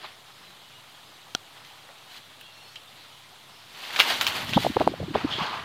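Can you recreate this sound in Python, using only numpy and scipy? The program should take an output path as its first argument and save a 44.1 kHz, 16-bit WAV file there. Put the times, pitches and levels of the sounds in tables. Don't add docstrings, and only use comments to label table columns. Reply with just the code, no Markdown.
import sys
import numpy as np
from scipy import signal
from scipy.fft import rfft, irfft, next_fast_len
from scipy.io import wavfile
from scipy.ndimage import uniform_filter1d

SR = 44100
rng = np.random.default_rng(int(sys.argv[2]) if len(sys.argv) > 2 else 0)


def dump(signal):
    limited = np.clip(np.atleast_2d(signal).T, -1, 1)
    pcm = np.round(limited * 32767).astype(np.int16)
    wavfile.write(sys.argv[1], SR, pcm)


def volts_from_decibels(level):
    exponent = np.asarray(level, float) / 20
    return 10 ** exponent


N = 248724
T = np.arange(N) / SR


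def unit(x):
    return x / np.sqrt(np.mean(x ** 2) + 1e-20)


def along(points, hz):
    f, v = np.transpose(points)
    return np.interp(np.log(hz + 1), np.log(f + 1), v)


def wobble(rate):
    knots = rng.standard_normal(round(N / SR * 600))
    return np.interp(T * rate, np.arange(len(knots)), knots)


def filtered(x, response):
    m = next_fast_len(x.shape[-1] + 4096, True)
    spectrum = rfft(x, m) * response(np.fft.rfftfreq(m, 1 / SR))
    return irfft(spectrum, m)[..., :x.shape[-1]]


def resonance(centre_hz, width_hz):
    return lambda f: 1j * f * width_hz / (centre_hz ** 2 - f * f + 1j * f * width_hz)


def rush(spectrum, patchy_db, grain_db):
    grains = rng.standard_normal(N) * volts_from_decibels(grain_db * wobble(500))
    z = signal.stft(grains, nperseg=256)[2]
    field = uniform_filter1d(rng.standard_normal(z.shape), 5, axis=0)
    field = uniform_filter1d(field, 8, axis=1)
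    noise = signal.istft(z * volts_from_decibels(patchy_db * unit(field)), nperseg=256)[1][:N]
    return unit(filtered(noise, lambda hz: volts_from_decibels(along(spectrum, hz))))


def swells(rows):
    s, db, rise, fall = np.transpose(rows)[:, :, None]
    ms = T[::44]
    down_db = 20 * np.maximum((s - ms) / rise, (ms - s) / fall)
    return np.interp(T, ms, np.sqrt(np.sum(volts_from_decibels(2 * db - down_db), axis=0)))


# (frequency [Hz], density [dB per Hz])
AIR = [(25, -29), (60, -17.5), (108, -5.5), (200, -9.5), (516, -9.5), (754, -4.5), (1290, -5.5),
       (1560, -8.5), (2600, -8), (3400, -4.5), (4300, -8.5), (5300, -16), (13600, -23), (16000, -30)]
# (frequency [Hz], rms level [dB])
HUM = [(104, -73), (139, -70)]


def air():
    bed = volts_from_decibels(-50.5 + 0.27 * wobble(8.3)) * rush(AIR, 1.2, 0.55)
    for hz, db in HUM:
        level = volts_from_decibels(db + 2 + 1.6 * wobble(3.73))
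        bed = bed + level * np.sin(2 * np.pi * hz * T + 0.55 * wobble(3.9))
    return bed


# (time [s], peak level [dB], t60 [s])
QUILLS = [(.0166, -38, .02), (.505, -37.5, .02), (1.5564, -46, .02), (3.8585, -30, .015),
          (3.906, -24, .017), (3.9613, -12.5, .027), (3.9664, -15.5, .02), (3.9911, -7.5, .016),
          (4.0005, 3, .014), (4.0055, -4, .031), (4.0108, -12, .03), (4.1054, -16, .015),
          (4.4912, -24, .035), (4.5295, -18, .0093), (4.534, -11, .023)]
TIP_FLICKS = [(1.9844, -42, .01), (2.4111, -32, .012), (2.9282, -38, .012), (3.9967, -1.5, .012),
              (4.0194, -12.5, .02), (4.2115, -4, .022), (4.267, -5.5, .019), (4.275, -9, .025)]
STRAP_TICKS = [(1.649, -33, .015), (2.725, -36, .012), (2.7574, -22, .013), (4.2158, -24, .028),
               (4.282, -14, .025)]
FIZZ = [(2.4105, -45, .025), (3.9965, -23, .015), (4.002, -30, .09), (4.212, -33, .12), (4.268, -32, .12),
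        (4.447, -38, .015), (4.619, -36, .012)]
SLAPS = [(1.8889, -45, .02), (4.7694, -27, .0052), (4.799, -27, .017), (4.8758, -18.5, .0025),
         (5.142, -34, .038)]
# (its snaps, dull part [dB re peak], bright part [dB re peak])
KINDS = [(QUILLS, -6.5, -18), (TIP_FLICKS, -12, -8), (STRAP_TICKS, -21, -17), (SLAPS, 6.5, -15),
         (FIZZ, -20, 16)]


def snaps():
    out, t = np.zeros(N + SR), np.arange(2048) / SR
    rows = sorted((*snap, dull_db, bright_db) for kind, dull_db, bright_db in KINDS for snap in kind)
    crackle = rng.standard_normal((len(rows), len(t)))
    crackle[:, 0] = 2.6
    s, db, t60, dull_db, bright_db = np.transpose(rows)[:, :, None]
    dull, middle, bright = resonance(1340, 2070), resonance(3050, 2260), resonance(11500, 14000)

    def colour(f):
        low = volts_from_decibels(dull_db + 5.5) * dull(f) ** 2
        high = volts_from_decibels(bright_db - 14) * bright(f) ** 2
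        return volts_from_decibels(2.5) * middle(f) ** 2 - low + high

    sounds = filtered(crackle * volts_from_decibels(db - 60 * t / t60), colour)
    for start, sound in zip(s[:, 0], sounds):
        out[round(start * SR):][:len(t)] += sound
    return out[:N]


# (time [s], rise [s], fall of 20 dB [s], level [dB], resonance [Hz])
SCRAPE = [(.03, .017, .03, -40.5, 950), (.04, .015, .05, -48, 2050), (1.705, .0036, .1, -52, 900),
          (1.889, .0032, .06, -50, 750), (1.984, .002, .006, -56, 6000), (2.41, .003, .04, -48, 2750),
          (2.758, .003, .02, -36.5, 3030), (2.931, .053, .3, -56, 4000), (3.45, .1, .5, -61, 5200),
          (4.535, .006, .1, -29.5, 3350), (5.268, .0079, .1, -35.5, 1000), (5.302, .015, .15, -29.5, 3260),
          (5.381, .012, .35, -31.5, 1070), (5.523, .0085, .08, -32, 1030)]


def scrape():
    out, t, rows = np.zeros(N + SR), np.arange(SR // 3) / SR, SCRAPE + swivel()
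    for (s, rise, fall, db, hz), noise in zip(rows, rng.standard_normal((len(rows), len(t)))):
        shape = np.minimum(t / rise, volts_from_decibels(-20 * (t - rise) / fall))
        body = resonance(hz, 450 * (hz / 1000) ** .25)
        rasp = shape * filtered(noise, lambda f: body(f) ** 2)
        out[round(s * SR):][:len(t)] += volts_from_decibels(db) * rasp * np.linalg.norm(shape) / np.linalg.norm(rasp)
    return out[:N]


# (frequency [Hz], density [dB per Hz])
VANES = [(880, -33), (1500, -5.5), (2180, -3), (2350, -5), (3030, 1), (4480, -4), (5490, -14.5),
         (9000, -31.5), (11700, -38), (19800, -120)]
BODY = [(120, -45), (200, -12), (455, -7), (529, -8.5), (591, -4), (823, -1), (1080, -1.5), (2200, -8),
        (2860, -10), (4840, -120)]
TIPS = [(3530, -26), (6000, -1), (9310, -7), (14300, -6.5), (15200, -6), (16000, -35)]
# (peak time [s], rush [dB], rise of 10 dB [s], fall of 10 dB [s], wing body [dB re rush])
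SHUFFLES = [(.046, -44.5, .048, .06, -3), (1.576, -55, .04, .04, 1), (1.654, -52, .02, .15, -10),
            (2.178, -44, .085, .018, -11), (3.0, -56, .08, .15, -13)]
STROKES = [(3.84, -40, .1, .2, -8), (3.94, -41, .06, .05, 0), (4.012, -30.5, .08, .15, -5),
           (4.103, -26, .07, .085, -6), (4.218, -28, .012, .04, -6), (4.285, -31, .035, .04, -3),
           (4.362, -29.5, .055, .06, -3), (4.425, -36, .05, .05, -3), (4.494, -33.5, .025, .035, -7),
           (4.55, -35, .04, .1, -6), (4.635, -33, .05, .07, -8), (4.75, -40, .08, .045, -8),
           (4.815, -39, .035, .09, -1), (5.03, -47.5, .3, .25, -4), (5.155, -37, .015, .11, 2.5),
           (5.33, -36, .05, .08, -5), (5.43, -33, .09, .09, 0), (5.54, -40, .06, .17, 1.5)]
# (time [s], level [dB re rush])
TIPS_DB = [(.1, -27), (.4, -13), (4.7, -14), (4.9, -21), (5.2, -26.5)]


def feathers():
    flutter = volts_from_decibels(0.8 * wobble(35))
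    vanes, body, tips = rush(VANES, 1.43, 1.4), rush(BODY, 1.7, 1.9), rush(TIPS, 1.36, 2.1)
    rows = SHUFFLES + STROKES
    slide = swells([row[:-1] for row in rows])
    whoosh = swells([(s, db + body_db, rise, fall) for s, db, rise, fall, body_db in rows])
    tips_db = np.interp(T, *np.transpose(TIPS_DB))
    hiss = volts_from_decibels(tips_db + 1.71) * tips
    return flutter * (slide * (vanes + hiss) + volts_from_decibels(2.0) * whoosh * body)


# (time [s], length [s], start pitch [Hz], end pitch [Hz], rms level [dB])
WHISTLES = [(.1, .06, 5400, 5420, -68), (.3, .19, 5140, 5100, -67), (.43, .09, 4020, 3960, -59),
            (.64, .043, 2950, 2915, -59), (.73, .08, 2880, 2880, -58), (1.0, .45, 6250, 6300, -73),
            (1.18, .05, 2950, 2960, -60), (2.1, .08, 4020, 4080, -57), (2.12, .07, 3280, 3250, -56),
            (2.413, .075, 3270, 3300, -55), (2.445, .05, 2750, 2770, -55.5), (2.47, .16, 2760, 2720, -59.5),
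            (2.62, .12, 2690, 2610, -63), (2.5, .14, 5520, 5560, -68), (2.52, .08, 4280, 4240, -60),
            (2.61, .08, 4260, 4400, -56.5), (2.69, .08, 4340, 4360, -58.5), (2.64, .065, 5300, 5178, -65),
            (2.7, .07, 5550, 5750, -66), (2.85, .05, 3600, 3580, -62), (3.09, .09, 2960, 2950, -59.5),
            (.32, .25, 189, 186, -67), (.3, .13, 389, 385, -69), (.6, .2, 182, 178, -70)]


def whistles():
    out, waver = np.zeros(N), 1.6 * wobble(80)
    for s, length, start_hz, end_hz, db in WHISTLES + chorus():
        u = np.linspace(0, 1, round(length * SR))
        start = round(s * SR)
        phase = 2 * np.pi * length * (start_hz * u + (end_hz - start_hz) * u * u / 2)
        phase = phase + start_hz / 3500 * waver[start:][:len(u)]
        swell = np.abs(np.sin(np.pi * u)) ** 0.34
        out[start:][:len(u)] += volts_from_decibels(db + 3.0) * swell * np.sin(phase)
    return out * volts_from_decibels(1.9 * wobble(60))


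# (rate [notes a second], lowest pitch [Hz], highest pitch [Hz], rms level [dB])
CHORUS = (14, 2600, 5300, -70)


def chorus():
    rate, low_hz, high_hz, db = CHORUS
    when, span, pitch, bend, size = rng.uniform(size=(round(rate * N / SR), 5)).T
    hz = low_hz * (high_hz / low_hz) ** pitch
    end_hz = hz * (1.02 - .04 * bend)
    return list(zip(when * (N / SR - .2), .03 + .09 * span, hz, end_hz, db + 6 * size - 3))


# (first time [s], period [s], number of knocks, level [dB])
SWIVEL = (0.3, .1342, 6, -51)


def swivel():
    first, period, knocks, db = SWIVEL
    return [(first + k * period, .004, .014, db, 1300) for k in range(round(knocks))]


# (time [s], peak level [dB])
TAP = [(1.3493, -15), (1.35, -6)]
# (frequency [Hz], width [Hz], level [dB])
CASE = [(250, 250, -9), (735, 104, -1.5), (1420, 120, -4), (3300, 270, -0.5), (4400, 430, -8),
        (5750, 460, -7.5), (8800, 610, -34), (12600, 1500, -40)]


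def tap():
    blow = np.zeros(N)
    for s, db in TAP:
        blow[round(s * SR)] = volts_from_decibels(db + 23.5)

    def case(f):
        return sum((-1) ** k * volts_from_decibels(db) * resonance(c, w)(f) for k, (c, w, db) in enumerate(CASE))

    return filtered(blow, case)


# (peak time [s], level [dB], rise of 10 dB [s], fall of 10 dB [s])
GUSTS = [(4.23, -45, .15, .2), (4.43, -44, .15, .1), (4.53, -34, .08, .06), (4.584, -23.5, .025, .014),
         (4.67, -29, .025, .045), (4.765, -36, .015, .15), (4.87, -36, .1, .06), (5.022, -31, .035, .06),
         (5.11, -33, .05, .05), (5.155, -31, .03, .05), (5.248, -31, .03, .025), (5.418, -39, .2, .1),
         (5.63, -41, .15, .2)]
# (frequency [Hz], density [dB per Hz])
BUFFET = [(15, -45), (35, -22), (90, -0.5), (160, 1.5), (300, -6), (500, -18), (900, -35), (1500, -120)]
# (time [s], peak level [dB], frequency [Hz], life [cycles])
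EDDIES = [(4.001, -33.5, 130, .3), (4.495, -28, 220, .66), (4.5675, -7.5, 215, .78), (4.5712, -12, 680, .6),
          (4.5752, -7.5, 850, .8), (4.5782, -5.5, 800, 1.1), (4.6499, -13, 704, 1.35),
          (4.6668, -7, 677, .93), (4.7035, -21, 250, .9), (4.7684, -6, 830, .73), (4.7707, -6.5, 480, .5),
          (4.8078, -8.5, 620, .47), (4.8131, -8.5, 685, 1.35), (4.8166, -10, 900, .6),
          (4.8225, -16, 480, .8), (4.8764, -1, 747, .73), (4.895, -28, 300, 1.2), (4.92, -26, 330, .95),
          (4.94, -23, 600, 1.16), (5.004, -24, 520, 1.4), (5.031, -25, 620, 1.2), (5.085, -27, 330, 1.8),
          (5.113, -27, 295, 1.8), (5.1533, -11, 960, .9), (5.1582, -6, 604, .65), (5.18, -26, 380, .9),
          (5.2482, -14.5, 265, .54), (5.2531, -16, 265, .8), (5.386, -23, 334, .6), (5.419, -29, 194, 1.25)]
# (offset [s], level [dB re eddy], highest frequency [Hz], life [cycles])
ROLLS = [(-.0044, -11.5, 290, .6), (.0048, -14, 400, .6)]


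def downwash():
    lumps = unit(volts_from_decibels(4.2 * wobble(45)) * rush(BUFFET, 1.2, .1))
    out = swells(GUSTS) * volts_from_decibels(-3.0) * lumps
    rolls = [(s + offset, db + loss_db, min(hz, roll_hz), life)
             for s, db, hz, _ in EDDIES for offset, loss_db, roll_hz, life in ROLLS]
    for s, db, hz, life in EDDIES + rolls:
        phase = rng.uniform(0, 2 * np.pi)
        near = slice(round(s * SR) - 1000, round(s * SR) + 1000)
        cycle = (T[near] - s) * hz
        passing = np.exp(-1.3 * np.abs(cycle / life) ** 1.5)
        out[near] += volts_from_decibels(db) * passing * np.cos(2 * np.pi * cycle + phase)
    return out


# (frequency [Hz], t60 [s])
AVIARY = [(300, 0.21), (3000, 0.18), (12000, 0.14)]


def aviary(x):
    hz, t, z = signal.stft(rng.standard_normal(SR // 2), SR, nperseg=256)
    decay = volts_from_decibels(-60 * t / along(AVIARY, hz)[:, None])
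    tail = signal.istft(z * decay, SR, nperseg=256)[1]
    late = np.pad(x, (300, 0))
    return signal.fftconvolve(late, tail / np.linalg.norm(tail))[:N]


def scene():
    cracks, birds, rasps = snaps(), whistles(), scrape()
    wet = volts_from_decibels(-12) * aviary(cracks + volts_from_decibels(7.5) * birds + volts_from_decibels(-2) * rasps)
    return (feathers() + rasps + cracks + birds + wet + tap() + downwash() + air())[None]


def band_limit(x):
    return signal.sosfilt(signal.butter(12, 16810, fs=SR, output="sos"), x)


def record(dry):
    held = dry / (1 + np.abs(dry / .99) ** 6) ** (1 / 6)
    held = filtered(held, lambda hz: 1 / (1 + (hz / 16000) ** 60))
    return band_limit(held - .0005)


dry = scene()
out = record(dry)
dump(out)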